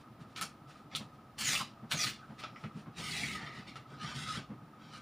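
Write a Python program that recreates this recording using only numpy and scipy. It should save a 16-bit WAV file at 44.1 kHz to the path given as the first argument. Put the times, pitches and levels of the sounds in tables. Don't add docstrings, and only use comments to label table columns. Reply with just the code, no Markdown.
import sys
import numpy as np
from scipy import signal
from scipy.fft import rfft, irfft
from scipy.io import wavfile

SR = 44100
rng = np.random.default_rng(int(sys.argv[2]) if len(sys.argv) > 2 else 0)


def generate_wav(sig):
    pcm = np.round(np.clip(np.atleast_2d(sig).T, -1, 1) * 32767).astype(np.int16)
    wavfile.write(sys.argv[1], SR, pcm)


N = 221104
TIME = np.arange(N) / SR

# (frequency [Hz], level [dB])
ROOM_SPECTRUM = [(15, -60), (28, -32), (50, -15), (84, -16), (113, -2.5), (170, -19.5), (211, -5),
                 (269, -8.5), (299, -8), (437, -18), (587, -16), (769, -14), (1220, -21), (1550, -24),
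                 (4330, -36), (15800, -49.5)]
# (frequency [Hz], level [dB])
SIDE_SPECTRUM = [(15, -44), (25, -18), (82, -9), (164, -13), (281, -7.5), (703, -7), (895, -19), (1270, 2),
                 (1750, -13), (2770, -11), (5730, -17), (8350, -25.5), (15500, -22)]
# (time [s], level [dB], half length [s])
BRUSHES = [(0.01, -65, 0.018), (0.22, -62.5, 0.015), (0.31, -68, 0.029), (0.706, -59.5, 0.017),
           (0.77, -65, 0.041), (1.15, -70, 0.015), (2.24, -71.5, 0.3), (2.63, -63.5, 0.037),
           (2.792, -60, 0.029)]
# (time [s], level [dB], knock offset [dB])
THUDS = [(0.206, -41.5, -6), (0.426, -41.5, -1), (0.937, -40, -1), (1.003, -39.5, 0), (1.485, -37.5, -5),
         (1.61, -38.5, -16), (1.831, -38, -9), (1.941, -32.5, -2.5), (2.057, -38.5, -6), (2.297, -40, -1),
         (2.52, -46, -6), (2.641, -33, -6), (2.758, -33.5, -17), (2.871, -38.5, -6), (2.993, -44, 6.5),
         (3.23, -36, -26), (3.42, -40.5, -7), (3.584, -39, -24), (3.68, -45, -18), (3.917, -40, -9),
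         (4.034, -35.5, -20), (4.158, -36.5, -15), (4.209, -45, -2), (4.374, -33.5, -7), (4.503, -34, -7.5),
         (4.53, -48, -11), (4.62, -45, -9), (4.67, -53, 1), (4.845, -47.5, -15)]
# (frequency [Hz], width [Hz], level [dB])
WORKTOP_MODES = [(128.5, 22.7, 0.5), (158.4, 23.6, 0.5), (214, 30, -0.5), (322, 170, -11), (425.5, 12, -16)]
# (time [s], peak [dB], centre [Hz], width [Hz], 60 dB decay [s], ring re snap [dB])
TICKS = [(0.362, -33, 3280, 2000, 0.017, -16), (0.4124, -23.5, 4950, 6640, 0.005, -9.5),
         (0.4259, -25.5, 5460, 3900, 0.01, -12), (0.9506, -20.5, 3720, 1290, 0.0024, -19.5),
         (0.9585, -28, 4300, 4040, 0.0026, -20), (1.9146, -21.5, 2090, 3000, 0.038, -34),
         (1.921, -17, 1860, 1820, 0.01, -29), (2.069, -27, 2230, 900, 0.014, -34),
         (2.429, -37, 2200, 1980, 0.0077, -22), (2.438, -34.5, 3140, 2400, 0.0092, 0),
         (2.561, -38, 1940, 443, 0.008, -5), (2.638, -39.5, 2030, 1120, 0.051, -3),
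         (2.86, -46.5, 1190, 298, 0.025, -9), (2.985, -36, 2470, 3000, 0.026, -19),
         (3.234, -48, 2240, 500, 0.0056, -22), (3.757, -40.5, 2180, 2480, 0.035, -1)]
# (start [s], length [s], level [dB], body offset [dB], sheen offset [dB])
RUSTLE_STROKES = [(0.365, 0.034, -45.5, 0, -8), (0.414, 0.024, -44.5, 1.5, 3), (0.914, 0.05, -55.5, 2, -28),
                  (0.954, 0.019, -46, -24, 4.5), (1.388, 0.044, -40.5, -4, 1),
                  (1.41, 0.2, -34.5, -10.5, -4), (1.912, 0.033, -39, -5, 1), (1.972, 0.13, -37, -7, -4),
                  (2.385, 0.032, -51, 0.5, -11.5), (2.436, 0.0096, -45, 5, -38)]
WIPE_STROKES = [(2.985, 0.38, -41.5, -7.5, -5), (3.28, 0.16, -52.5, 1, -28), (3.39, 0.12, -50, 2.5, -17),
                (3.53, 0.089, -52, 1.5, -14), (3.676, 0.028, -49.5, -3.5, -14.5),
                (3.764, 0.012, -52, 4.5, -8.5)]
FLOUR_STROKES = [(3.908, 0.051, -63, 7, -16), (4.025, 0.096, -46.5, -2.5, -18),
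                 (4.155, 0.089, -46, -10.5, -11), (4.28, 0.095, -43.5, -4.5, -13),
                 (4.82, 0.079, -62, -1.5, -24), (4.935, 0.043, -53.5, -3.5, -13.5)]
# (frequency [Hz], level [dB])
RUSTLE_SPECTRUM = [(210, -29), (350, -8.5), (459, -17.5), (602, -14), (1090, -10.5), (1270, -2),
                   (1470, -5.5), (2260, 1.5), (4700, -1.5), (6680, -8.5), (7960, -10.5), (13900, -31),
                   (15100, -31), (15800, -29)]
WIPE_SPECTRUM = [(210, -34), (350, -9), (574, -18.5), (740, -9), (1090, -14), (1270, -4.5), (1520, -13),
                 (2150, -3.5), (2650, -6.5), (4280, -8.5), (8900, -25), (13500, -46), (15800, -45)]
FLOUR_SPECTRUM = [(210, -33), (350, -26), (445, -28), (521, -6.5), (565, -12), (717, -6.5), (1120, -8),
                  (1250, -1.5), (1990, -10), (3060, -9.5), (5340, -14.5), (9040, -20.5), (15800, -49)]
# (time [s], half length [s], centre [Hz], fall [octaves/s], level [dB])
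SWISHES = [(1.485, 0.025, 6530, 2.3, -32.5), (1.494, 0.041, 1866, 10, -43.5),
           (1.563, 0.0068, 2770, 12.5, -33.5), (1.613, 0.011, 1133, 6, -38),
           (2.002, 0.028, 5940, 3.5, -36.5), (2.034, 0.022, 4570, 5, -36), (2.243, 0.018, 1434, 1, -57),
           (2.575, 0.028, 5300, -1, -69.5), (3.118, 0.0067, 4390, 2.8, -42.5),
           (3.182, 0.024, 3900, 1.5, -45), (3.245, 0.009, 2224, 0, -37.5), (3.247, 0.02, 4450, 0.28, -53)]
# (time [s], pitch [Hz])
PALM_PITCH = [(3.08, 2190), (3.18, 1982), (3.216, 2184), (3.302, 2200), (3.396, 1806), (3.556, 1975),
              (3.6, 1810)]
# (frequency [Hz], width [Hz], gain [dB])
MIC_PORT = [(6290, 290, -13), (6700, 250, -1.5), (7990, 1520, -6), (8760, 980, 2), (10500, 430, 1),
            (13400, 1700, -1), (14960, 500, 9)]


def from_db(db):
    return 10 ** (np.asarray(db) / 20)


def unit_rms(x):
    return x / np.sqrt(np.mean(x ** 2) + 1e-20)


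def band(x, low_hz, high_hz):
    sos = signal.butter(2, [low_hz, min(high_hz, .45 * SR)], "band", fs=SR, output="sos")
    return signal.sosfilt(sos, x + 1e-18)


def resonate(x, hz, width_hz):
    return signal.lfilter(*signal.iirpeak(hz, hz / width_hz, fs=SR), x + 1e-18)


def coloured(x, spectrum):
    hz, db = np.transpose(spectrum)
    bin_hz = np.maximum(np.arange(N // 2 + 1) * SR / N, 1)
    gain = from_db(np.interp(np.log(bin_hz), np.log(hz), db))
    return unit_rms(irfft(rfft(x) * gain, N))


def drift(rate_hz):
    slow = signal.sosfilt(signal.butter(2, rate_hz, fs=SR, output="sos"), rng.standard_normal(N + SR))
    return unit_rms(slow[SR:])


def noisy_tone(hz, width_hz):
    return unit_rms(resonate(resonate(rng.standard_normal(N), hz, width_hz), hz, width_hz))


def bump(time_s, half_length_s):
    return np.exp(-((TIME - time_s) / half_length_s) ** 2 / 2)


def room_tone():
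    hush = from_db(-58.5) * coloured(rng.standard_normal(N), ROOM_SPECTRUM)
    tone = from_db(-64.5 + 3.1 * drift(16.4)) * noisy_tone(1258, width_hz=120)
    hum = from_db(-63.5 + 2.0 * drift(27)) * noisy_tone(135.4, width_hz=40)
    return hush + tone + hum


def rumble(pressing):
    return from_db(-11.5) * pressing * noisy_tone(72, width_hz=50)


def brushes():
    touch = sum(from_db(db) * bump(time_s, half_length_s) for time_s, db, half_length_s in BRUSHES)
    return touch * coloured(rng.standard_normal(N), FLOUR_SPECTRUM)


def worktop_shake():
    force = rng.standard_normal(N)
    modes = sum((-1) ** k * from_db(db) * unit_rms(resonate(force, hz, width_hz))
                for k, (hz, width_hz, db) in enumerate(WORKTOP_MODES))
    ring = signal.hilbert(modes)
    evened = ring.real / (np.abs(ring) + 0.5 * np.std(ring))
    return unit_rms(band(evened, 98, 480))


def worktop(pressing, attack_s=0.017, hold_s=0.027, t60_s=0.18):
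    thud, knock = np.zeros(N), np.zeros(N)
    for time_s, db, knock_db in THUDS:
        age = np.maximum(TIME - time_s + 0.012, 0)
        blow = from_db(db - 60 * np.maximum(age - hold_s, 0) / t60_s) * np.minimum(age / attack_s, 1)
        thud += blow
        knock += blow * from_db(knock_db)
    knocks = from_db(-13.5) * knock * unit_rms(band(rng.standard_normal(N), 270, 1280))
    thuds = from_db(-7.5) * thud * worktop_shake()
    return thuds + knocks + pressing * worktop_shake()


def ticks(ring_hz=1300, ring_t60_s=0.038):
    out, age = np.zeros(N), TIME[:SR // 12]
    ring = from_db(-60 * age / ring_t60_s) * np.sin(2 * np.pi * ring_hz * age)
    for time_s, db, hz, width_hz, t60_s, ring_db in TICKS:
        crunch = rng.choice([-1, 1], len(age)) * from_db(-60 * age / t60_s)
        crunch[0] = 4
        snap = band(resonate(crunch, hz, width_hz), 680, hz + width_hz + 1000)
        at = round(time_s * SR)
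        out[at:at + len(age)] += from_db(db) * (snap / np.abs(snap).max() + from_db(ring_db) * ring)
    return out


def scatter(sound, t60_s=0.025, change_hz=7.26):
    paths = rng.standard_normal((4, SR // 100)) * from_db(-60 * TIME[:SR // 100] / t60_s)
    paths[:, :SR // 2000] = 0
    shares = np.array([drift(change_hz) for _ in paths])
    shares /= np.linalg.norm(shares, axis=0)
    return sum(share * signal.oaconvolve(sound, path / np.linalg.norm(path))[:N]
               for share, path in zip(shares, paths))


def friction(slips_per_s, spread_db, hiss, clump_db):
    sizes = from_db(spread_db * np.minimum(rng.exponential(1, N), 3)) * rng.choice([-1, 1], N)
    slips = unit_rms(sizes * (rng.random(N) < slips_per_s / SR))
    rub = (slips + hiss * rng.standard_normal(N)) * from_db(clump_db * drift(55))
    return rub + from_db(-1.5) * scatter(rub)


def stroke_db(start, length, rise_db_per_s, arch_db, release_db_per_s):
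    age = TIME - start
    rise = rise_db_per_s * np.minimum(age, 0)
    arch = arch_db * (2 * np.clip(age / length, 0, 1) - 1) ** 2
    release = release_db_per_s * np.maximum(age - length, 0)
    return np.maximum(rise - arch - release, -150)


def strokes(rows, spectrum, slips, **shape):
    rub = coloured(slips, spectrum)
    lows, without_sheen = (signal.sosfiltfilt(signal.butter(3, hz, fs=SR, output="sos"), rub)
                           for hz in (1600, 7000))
    body = lows / np.std(band(lows, 600, 1600))
    middle = unit_rms(without_sheen - lows)
    sheen = unit_rms(rub - without_sheen)
    body_power = middle_power = sheen_power = 0
    for start, length, db, body_db, sheen_db in rows:
        swell_db = stroke_db(start, length, **shape)
        power = from_db(db + swell_db) ** 2
        middle_power += power
        body_power += power * from_db(body_db - 4.5) ** 2
        sheen_power += from_db(db + sheen_db + 1.57 * swell_db) ** 2
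    return np.sqrt(body_power) * body + np.sqrt(middle_power) * middle + np.sqrt(sheen_power) * sheen


def rustles():
    slips = friction(slips_per_s=4500, spread_db=7, hiss=0.65, clump_db=1)
    return from_db(-1.7) * strokes(RUSTLE_STROKES, RUSTLE_SPECTRUM, slips,
                                   rise_db_per_s=1321, arch_db=5.5, release_db_per_s=258)


def hand_pressure(resting_db=-65):
    power = from_db(resting_db) ** 2
    for rows, press_db in (RUSTLE_STROKES, -16.5), (WIPE_STROKES, -7.5), (FLOUR_STROKES, -6):
        for start, length, db, *_ in rows:
            lean_db = stroke_db(start, length, rise_db_per_s=496, arch_db=0, release_db_per_s=190)
            power += from_db(db + press_db + lean_db) ** 2
    return np.sqrt(power)


def hollow(hz, width_hz):
    phase = 2 * np.pi * np.cumsum(hz) / SR
    return unit_rms(drift(width_hz / 2) * np.cos(phase) + drift(width_hz / 2) * np.sin(phase))


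def swishes():
    out = np.zeros(N)
    for time_s, half_length_s, hz, octaves_per_s, db in SWISHES:
        fall = octaves_per_s * np.clip(TIME - time_s, -.1, .1)
        swish = hollow(hz * 2 ** -fall, width_hz=290 + 0.056 * hz)
        out += from_db(db) * bump(time_s, half_length_s) * swish
    return out


def paper_wipe(crest_s=3.252, swell_db_per_s=49, fade_db_per_s=42):
    slips = friction(slips_per_s=1800, spread_db=0, hiss=0.99, clump_db=1)
    slide = strokes(WIPE_STROKES, WIPE_SPECTRUM, slips,
                    rise_db_per_s=516, arch_db=4, release_db_per_s=239)
    times, pitches = np.transpose(PALM_PITCH)
    ring = hollow(np.interp(TIME, times, pitches), width_hz=175)
    contact = np.interp(TIME, [times[0] - .03, times[0], times[-1], times[-1] + .03], [0, 1, 1, 0])
    past_crest = TIME - crest_s
    ring_db = -43.5 - np.maximum(-swell_db_per_s * past_crest, fade_db_per_s * past_crest)
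    return from_db(-3) * slide + contact * from_db(ring_db) * ring


def flour():
    slips = friction(slips_per_s=2000, spread_db=2, hiss=0.97, clump_db=-0.05)
    push = strokes(FLOUR_STROKES, FLOUR_SPECTRUM, slips,
                   rise_db_per_s=366, arch_db=0.5, release_db_per_s=298)
    bowl = resonate(push, 1235, width_hz=120)
    return from_db(-1.07) * push + from_db(-7.5) * bowl


def kitchen_walls(x, t60_s, top_hz):
    age = TIME[:SR // 2]
    tail = rng.standard_normal(len(age)) * from_db(-60 * age / t60_s) * (age > .003)
    tail = band(tail, 170, top_hz)
    return signal.fftconvolve(x, tail / np.linalg.norm(tail))[:N]


def scene():
    rubbing = rustles() + swishes() + paper_wipe() + flour() + brushes()
    snaps = ticks()
    pressing = hand_pressure()
    ring = from_db(1) * resonate(rubbing, 1266, width_hz=52)
    walls = from_db(-13.5) * kitchen_walls(rubbing, t60_s=0.23, top_hz=8400)
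    walls += from_db(-1) * kitchen_walls(snaps, t60_s=0.17, top_hz=11100)
    mid = rubbing + snaps + ring + walls + worktop(pressing) + rumble(pressing) + room_tone()
    fluttering_hiss = rng.standard_normal(N) * from_db(0.92 * drift(33))
    side = from_db(-76.5) * coloured(fluttering_hiss, SIDE_SPECTRUM)
    return np.array([mid + side, mid - side])


def record(dry):
    for hz, width_hz, db in MIC_PORT:
        dry = dry + (from_db(db) - 1) * resonate(dry, hz, width_hz)
    return signal.sosfilt(signal.ellip(12, .1, 70, 15500, fs=SR, output="sos"), dry)


dry = scene()
out = record(dry)
generate_wav(out)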